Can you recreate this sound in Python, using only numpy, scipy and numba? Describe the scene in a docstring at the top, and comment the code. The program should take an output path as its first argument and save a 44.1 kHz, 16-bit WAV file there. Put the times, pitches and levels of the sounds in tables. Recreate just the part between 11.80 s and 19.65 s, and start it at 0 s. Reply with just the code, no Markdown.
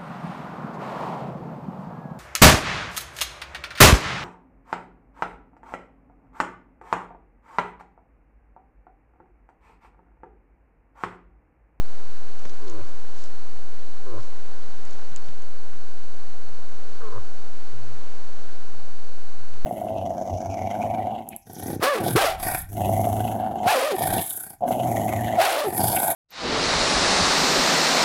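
"""Three short, croaky grunts sound at a forest edge at night: a bull moose.
Each starts tight and rough, then slackens into slow throat pulses that end in a chest thump.
Twigs tick, hooves thud softly and brush rustles, all with a faint echo from the trees.
Low hums come and go. Behind it all lie still forest air and a small recorder's hiss and whine."""
import sys
import numpy as np
from scipy import signal
from scipy.fft import rfft, irfft
from scipy.io import wavfile
from scipy.ndimage import uniform_filter1d
from numba import njit

SR = 44100
rng = np.random.default_rng(int(sys.argv[2]) if len(sys.argv) > 2 else 0)


def store_pcm(level_fs):
    """Save levels as 16-bit WAV."""
    pcm = np.round(np.clip(level_fs, -1, 1) * 32767).astype(np.int16)
    wavfile.write(sys.argv[1], SR, np.atleast_2d(pcm).T)


N = 346185
T = np.arange(N) / SR

# The notes at which the mouth rings, its resonances: (frequency [Hz], width [Hz], relative level [dB])
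MOUTH = [(1006, 120, 1.5), (1253, 150, -4), (1540, 190, -13)]
MOUTH_BAND_HZ = (905, 1750)


def undb(db):
    """Turn decibels into a factor to multiply by."""
    return 10 ** (np.asarray(db) / 20)


def unit(x):
    """Scale a sound to an average (rms) level of 1."""
    return x / np.sqrt(np.mean(x ** 2) + 1e-20)


def steady(x):
    """Even out the loudness over a few throat pulses."""
    return x / np.sqrt(uniform_filter1d(x ** 2, size=1400) + 1e-12)


def walk(rate, size):
    """A smooth random wander of about 1 either way, with `rate` new turns a second."""
    hold = max(int(SR / rate), 1)
    stairs = np.repeat(rng.standard_normal(size // hold + 1), hold)
    return 1.335 * uniform_filter1d(stairs, hold)[:size]


def arch(t, length, attack, release):
    """A loudness shape that rises, holds and falls, ending at the given length."""
    return np.clip(t / attack, 0, 1) * np.clip((length - t) / release, 0, 1)


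def add(out, start, x):
    """Mix x into out, beginning at `start` seconds."""
    i = int(start * SR)
    out[i:i + len(x)] += x[:len(out) - i]


@njit
def resonate(x, hz, width):
    """A filter that rings around a frequency, which may move every sample."""
    y, band_state, low_state = np.empty(len(x)), 0., 0.
    for i in range(len(x)):
        tuning, damping = np.tan(np.pi * hz[i] / SR), width / hz[i]
        ring = (band_state + tuning * (x[i] - low_state)) / (1 + tuning * (tuning + damping))
        band_state = 2 * ring - band_state
        low_state += 2 * tuning * ring
        y[i] = damping * ring
    return y


def band(x, hz, width):
    """Keep the sound near one frequency by passing it through a resonance twice."""
    hz = np.minimum(hz, SR / 3) * np.ones(len(x))
    return resonate(resonate(x, hz, float(width)), hz, float(width))


def between(x, low_hz, high_hz):
    """Keep the sound between two frequencies."""
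    return signal.sosfilt(signal.butter(3, [low_hz, high_hz], "bandpass", fs=SR, output="sos"), x)


def air(level_db=-48, waver_db=0.72):
    """One even noise: forest air in the low range, recorder hiss in the high range."""
    # The tone colour of the noise: (frequency [Hz], relative level [dB])
    spectrum = [(30, -1), (60, -4), (105, 4), (160, -4.5), (230, -3), (330, 1), (440, 2), (620, -0.5),
                (1000, -3), (1500, -6), (2200, -12), (3200, -15), (5500, -17), (7500, -19.5)]
    hz, db = np.transpose(spectrum)
    freqs = np.maximum(np.fft.rfftfreq(N, 1 / SR), 1)
    colour = undb(np.interp(np.log(freqs), np.log(hz), db))
    noise = irfft(rfft(rng.standard_normal(N)) * colour, N)
    return unit(noise) * undb(level_db + waver_db * walk(2.04, N))


def whine(base_hz=767.05, sizzle_hz=4330, width_hz=560, swing_hz=130, sizzle_db=-60.5, throb_db=1.0):
    """The electronics sing steady tones under a thin sizzle that flutters in pitch and strength."""
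    # The tones of the whine: (multiple of the base pitch, level [dB])
    harmonics = [(1, -67), (2, -63), (3, -74.5), (8, -65)]
    # The quick wobbles of the sizzle: (rate [Hz], relative strength)
    wobbles = [(40.3, 1), (52.8, 1), (80.4, 0.13)]
    cycles = np.cumsum(base_hz * (1 + .0002 * walk(5, N))) / SR
    tones = sum(undb(db) * np.sin(2 * np.pi * round(k) * cycles) for k, db in harmonics)
    flutter = np.zeros(N)
    for hz, strength in wobbles:
        turns = np.cumsum(hz * (1 + .012 * walk(6, N))) / SR
        flutter += strength * np.sin(2 * np.pi * turns)
    sizzle = band(rng.standard_normal(N), sizzle_hz + swing_hz * flutter, width_hz)
    sizzle *= undb(throb_db * flutter)
    return np.sqrt(2) * tones + undb(sizzle_db) * unit(between(sizzle, 2985, 4660))


def hums(waver=0.026, scoop=0.25, scoop_s=0.028):
    """Nearly pure low tones start flat and slide up to pitch, then glide and waver."""
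    # Soft low hums: (time [s], length [s], pitch [Hz], glide [Hz per s], level [dB])
    notes = [(3.84, 0.22, 119, 3, -58), (4.22, 0.28, 92.4, -19, -61), (4.55, .29, 92.3, 14, -55),
             (5.92, 0.275, 123, -90, -45), (6.92, 0.23, 109.6, 0, -56.5), (7.57, 0.11, 103, -14, -49.5),
             (7.69, .16, 100, -38, -49.5)]
    out = np.zeros(N)
    for start, length, pitch, glide, db in notes:
        t = T[:int(length * SR)]
        hz = (pitch + glide * t) * (1 - scoop * np.exp(-t / scoop_s))
        cycles = np.cumsum(hz * (1 + waver * walk(30, len(t)))) / SR
        tone = np.sqrt(2) * np.sin(2 * np.pi * cycles)
        add(out, start, tone * undb(db) * arch(t, length, attack=0.016, release=0.052))
    return out


def tree_echo(x, fade_s=0.55, build_s=0.017, echo_db=-22):
    """Tree trunks scatter a thin, dull echo back."""
    t = T[:SR]
    tail = band(rng.standard_normal(SR), hz=550, width=1900)
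    tail *= np.exp(-np.log(1000) * t / fade_s) * (1 - np.exp(-t / build_s))
    return undb(echo_db) * signal.fftconvolve(x, tail / np.linalg.norm(tail))[:N]


def brush(grain_db=3.5, hz=5000, width_hz=9000):
    """Needles and leaves give a fine, grainy rustle that swells and fades with each sweep."""
    # Brush sweeping along the animal: (time [s], length [s], level [dB])
    swishes = [(0.542, 0.25, -61), (0.849, 0.078, -56), (1.049, .08, -58), (1.332, 0.18, -51.5),
               (2.367, .13, -56), (3.03, .14, -61), (3.42, 0.11, -57.5)]
    out = np.zeros(N)
    for start, length, db in swishes:
        t = T[:int(length * SR)]
        grains = rng.standard_normal(len(t)) * undb(grain_db * walk(600, len(t)))
        add(out, start, unit(band(grains, hz, width_hz)) * undb(db) * np.sin(np.pi * t / length))
    return out


def hooves(crunch_spread=1.1, crunch_decay_s=0.02, press_s=0.0015):
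    """A hoof sets the ground ringing briefly and crushes the dead leaves on it."""
    # Steps on soft ground:
    # (time [s], thud level [dB], ground note [Hz], decay [s], crunch level [dB], crunch centre [Hz])
    steps = [(.649, -36.5, 69.5, 0.014, -39.5, 273), (1.135, -36, 60.8, 0.012, -57.5, 458),
             (1.759, -44, 65.4, 0.051, -49, 453), (3.039, -45, 91.6, 0.038, -56, 436),
             (3.319, -37, 118.3, 0.01, -59, 348), (3.486, -32.5, 99, 0.011, -45, 190),
             (6.668, -47.5, 62.5, 0.019, -56, 170)]
    out, t = np.zeros(N), T[:SR // 5]
    press = 1 - np.exp(-t / press_s)
    for start, db, hz, decay, crunch_db, crunch_hz in steps:
        thud = -np.sin(2 * np.pi * hz * t) * np.exp(-t / decay)
        crunch = unit(band(rng.standard_normal(len(t)), crunch_hz, crunch_spread * crunch_hz))
        crunch *= np.exp(-t / crunch_decay_s)
        add(out, start, press * (undb(db) * thud + undb(crunch_db) * crunch))
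    return out


def twigs(splinter=0.1, splinter_cycles=5.8, wood_db=-14, wood_decay_s=0.0072):
    """A twig breaks sharply and splinters over a duller wood crackle; thick, low ones splinter longer."""
    # Twigs snapping: (time [s], level [dB], ring frequency [Hz], ring width [Hz])
    snaps = [(.594, -37, 6500, 3470), (.653, -31, 1150, 1500), (0.6558, -35.5, 6000, 5000),
             (.696, -33.5, 4700, 3020), (.882, -34, 4000, 4960), (0.8986, -30.5, 6670, 2000),
             (1.012, -43, 2350, 450), (3.0528, -32.5, 7000, 3000), (3.11, -35.5, 7040, 3000),
             (3.133, -37, 6500, 3000), (3.362, -22, 7460, 2600), (3.486, -35, 2600, 3500),
             (3.622, -40.5, 6500, 3000), (3.934, -36.5, 1430, 900), (7.738, -37.5, 2400, 3500)]
    out, t = np.zeros(N), T[:SR // 16]
    for start, db, hz, width in snaps:
        crack = splinter * rng.standard_normal(len(t)) * np.exp(-t * hz / splinter_cycles)
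        crack[0] += 1  # the break itself
        snap = band(crack, hz, width)
        wood = band(rng.standard_normal(len(t)) * np.exp(-t / wood_decay_s), hz=1600, width=4500)
        add(out, start, undb(db) * (snap / np.abs(snap).max() + undb(wood_db) * wood / np.abs(wood).max()))
    return out


def mouth(source, tuning=1.0, bright_db=0):
    """The mouth rings like a tube; tuning shifts its resonances and bright_db lifts the upper ones."""
    out = np.zeros(len(source))
    lift_db = np.linspace(0, bright_db, len(MOUTH))
    for k, (hz, width, db) in enumerate(MOUTH):
        ring = resonate(source, hz * tuning * np.ones(len(source)), float(width))
        out += (-1) ** k * undb(db + lift_db[k]) * ring  # a tube's resonances alternate in sign
    return between(out, *MOUTH_BAND_HZ)


def rasps(edge_s=0.0038):
    """Rushing air rings the mouth, brighter than the voice does."""
    # Harsh breaths where a grunt catches or runs out: (time [s], length [s], level [dB])
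    breaths = [(0.985, .04, -53), (2.376, 0.03, -46), (5.202, .024, -46)]
    out = np.zeros(N)
    for start, length, db in breaths:
        t = T[:int(length * SR)]
        rasp = unit(mouth(rng.standard_normal(len(t)), bright_db=11))
        add(out, start, rasp * undb(db) * arch(t, length, edge_s, edge_s))
    return out


def thump(hz, rise_s=0.0082, decay_s=0.014):
    """The chest rings on briefly as the throat shuts."""
    t = T[:SR // 6]
    return np.sqrt(2) * np.sin(2 * np.pi * hz * t) * (1 - np.exp(-t / rise_s)) * np.exp(-t / decay_s)


def voice(hz, throat_db, mouth_db, chest_gain, rough, first_hz, second_hz, second_db, width_hz=75.0):
    """Uneven throat pulses and puffs of breath ring throat and mouth; the chest adds the lowest tone."""
    size = len(hz)
    cycles = np.cumsum(hz * (1 + .15 * rough * walk(130, size))) / SR
    clicks = np.diff(np.floor(cycles), prepend=-1)  # one click per cycle
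    pulses = unit(clicks * undb(5 * rough * walk(130, size)))
    puffs = unit(np.exp(-(cycles % 1) / .3) * rng.standard_normal(size))
    source = pulses + 1.2 * rough * puffs
    first_ring = resonate(source, first_hz, width_hz)
    second_ring = undb(second_db) * resonate(source, second_hz, width_hz)
    throat = steady(between(first_ring - second_ring, 255, 690))
    mouth_ring = steady(mouth(source, tuning=(first_hz / 400) ** 0.12))  # sinks a little with the throat
    chest = np.sqrt(2) * np.cos(2 * np.pi * cycles - 2)
    return throat * undb(throat_db) + mouth_ring * undb(mouth_db) + chest * chest_gain


def moose(catch_s=.015, closing_s=.016, release_s=0.011, thump_lift_db=8):
    """In each grunt the pulses slow down while the mouth opens and the chest joins in; a thump ends it."""
    # The grunts; the last takes two rows, a tight croak and then a slack one an octave lower:
    # (time [s], length [s], starting pulse rate [Hz], pulse rate it heads for [Hz], throat level [dB],
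    #  mouth level [dB], chest level [dB], roughness [0-1], first throat resonance [Hz],
    #  second resonance with mouth shut [Hz], with mouth open [Hz], its relative level [dB], thump [Hz])
    grunts = [(0.801, 0.22, 152.9, 88, -41, -53, -40, .18, 349, 425, 650, -4, 100),
              (2.245, 0.15, 145.6, 89.5, -39.5, -48, -36.5, .22, 354, 480, 650, -.5, 102),
              (5.203, .097, 242, 202.8, -41.5, -44.5, -56, .07, 445, 564, 520, -2, 100),
              (5.298, .094, 118.1, 104.9, -41, -43.5, -35.5, 0.21, 393, 483, 625, -0.5, 79.6)]
    out = np.zeros(N)
    for (start, length, start_hz, end_hz, throat_db, mouth_db, chest_db, rough,
         first_hz, shut_hz, open_hz, second_db, thump_hz) in grunts:
        t = T[:int(length * SR)]
        progress = t / length
        opening = progress ** 2.05
        catch = np.exp(-t / catch_s)  # the voice starts rough, then settles
        closing = np.exp((t - length) / closing_s)  # as the air runs out, the pulses sag and roughen
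        hz = start_hz * (end_hz / start_hz) ** progress * (1 - .13 * closing)
        grunt = voice(hz=hz,
                      throat_db=throat_db - 8 * (progress - 0.77) ** 2,  # loudest late in the grunt
                      mouth_db=mouth_db + 3.5 * (opening - .5),
                      chest_gain=undb(chest_db) * progress ** 2.1,
                      rough=rough + .45 * catch + .2 * closing,
                      first_hz=first_hz * (hz / start_hz) ** 0.15,  # sinks as the pulses slow
                      second_hz=shut_hz + (open_hz - shut_hz) * opening,
                      second_db=second_db)
        add(out, start, grunt * arch(t, length, 0.11 * length, release_s))
        add(out, start + length - release_s / 2, undb(chest_db + thump_lift_db) * thump(thump_hz))
    return out


def scene():
    """The animal and its echo over the quiet background, in one channel."""
    animal = moose() + rasps() + twigs() + hooves() + brush()
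    return (animal + tree_echo(animal) + hums() + air() + whine())[None]


def record(dry):
    """The recorder cuts the treble and shifts the whole wave by a constant, silent offset."""
    top_hz, offset = 8100, -.281
    treble_cut = signal.firwin(81, top_hz, window=("kaiser", 8), fs=SR)
    return signal.fftconvolve(dry, treble_cut[None], mode="same") + offset


dry = scene()
out = record(dry)
store_pcm(out)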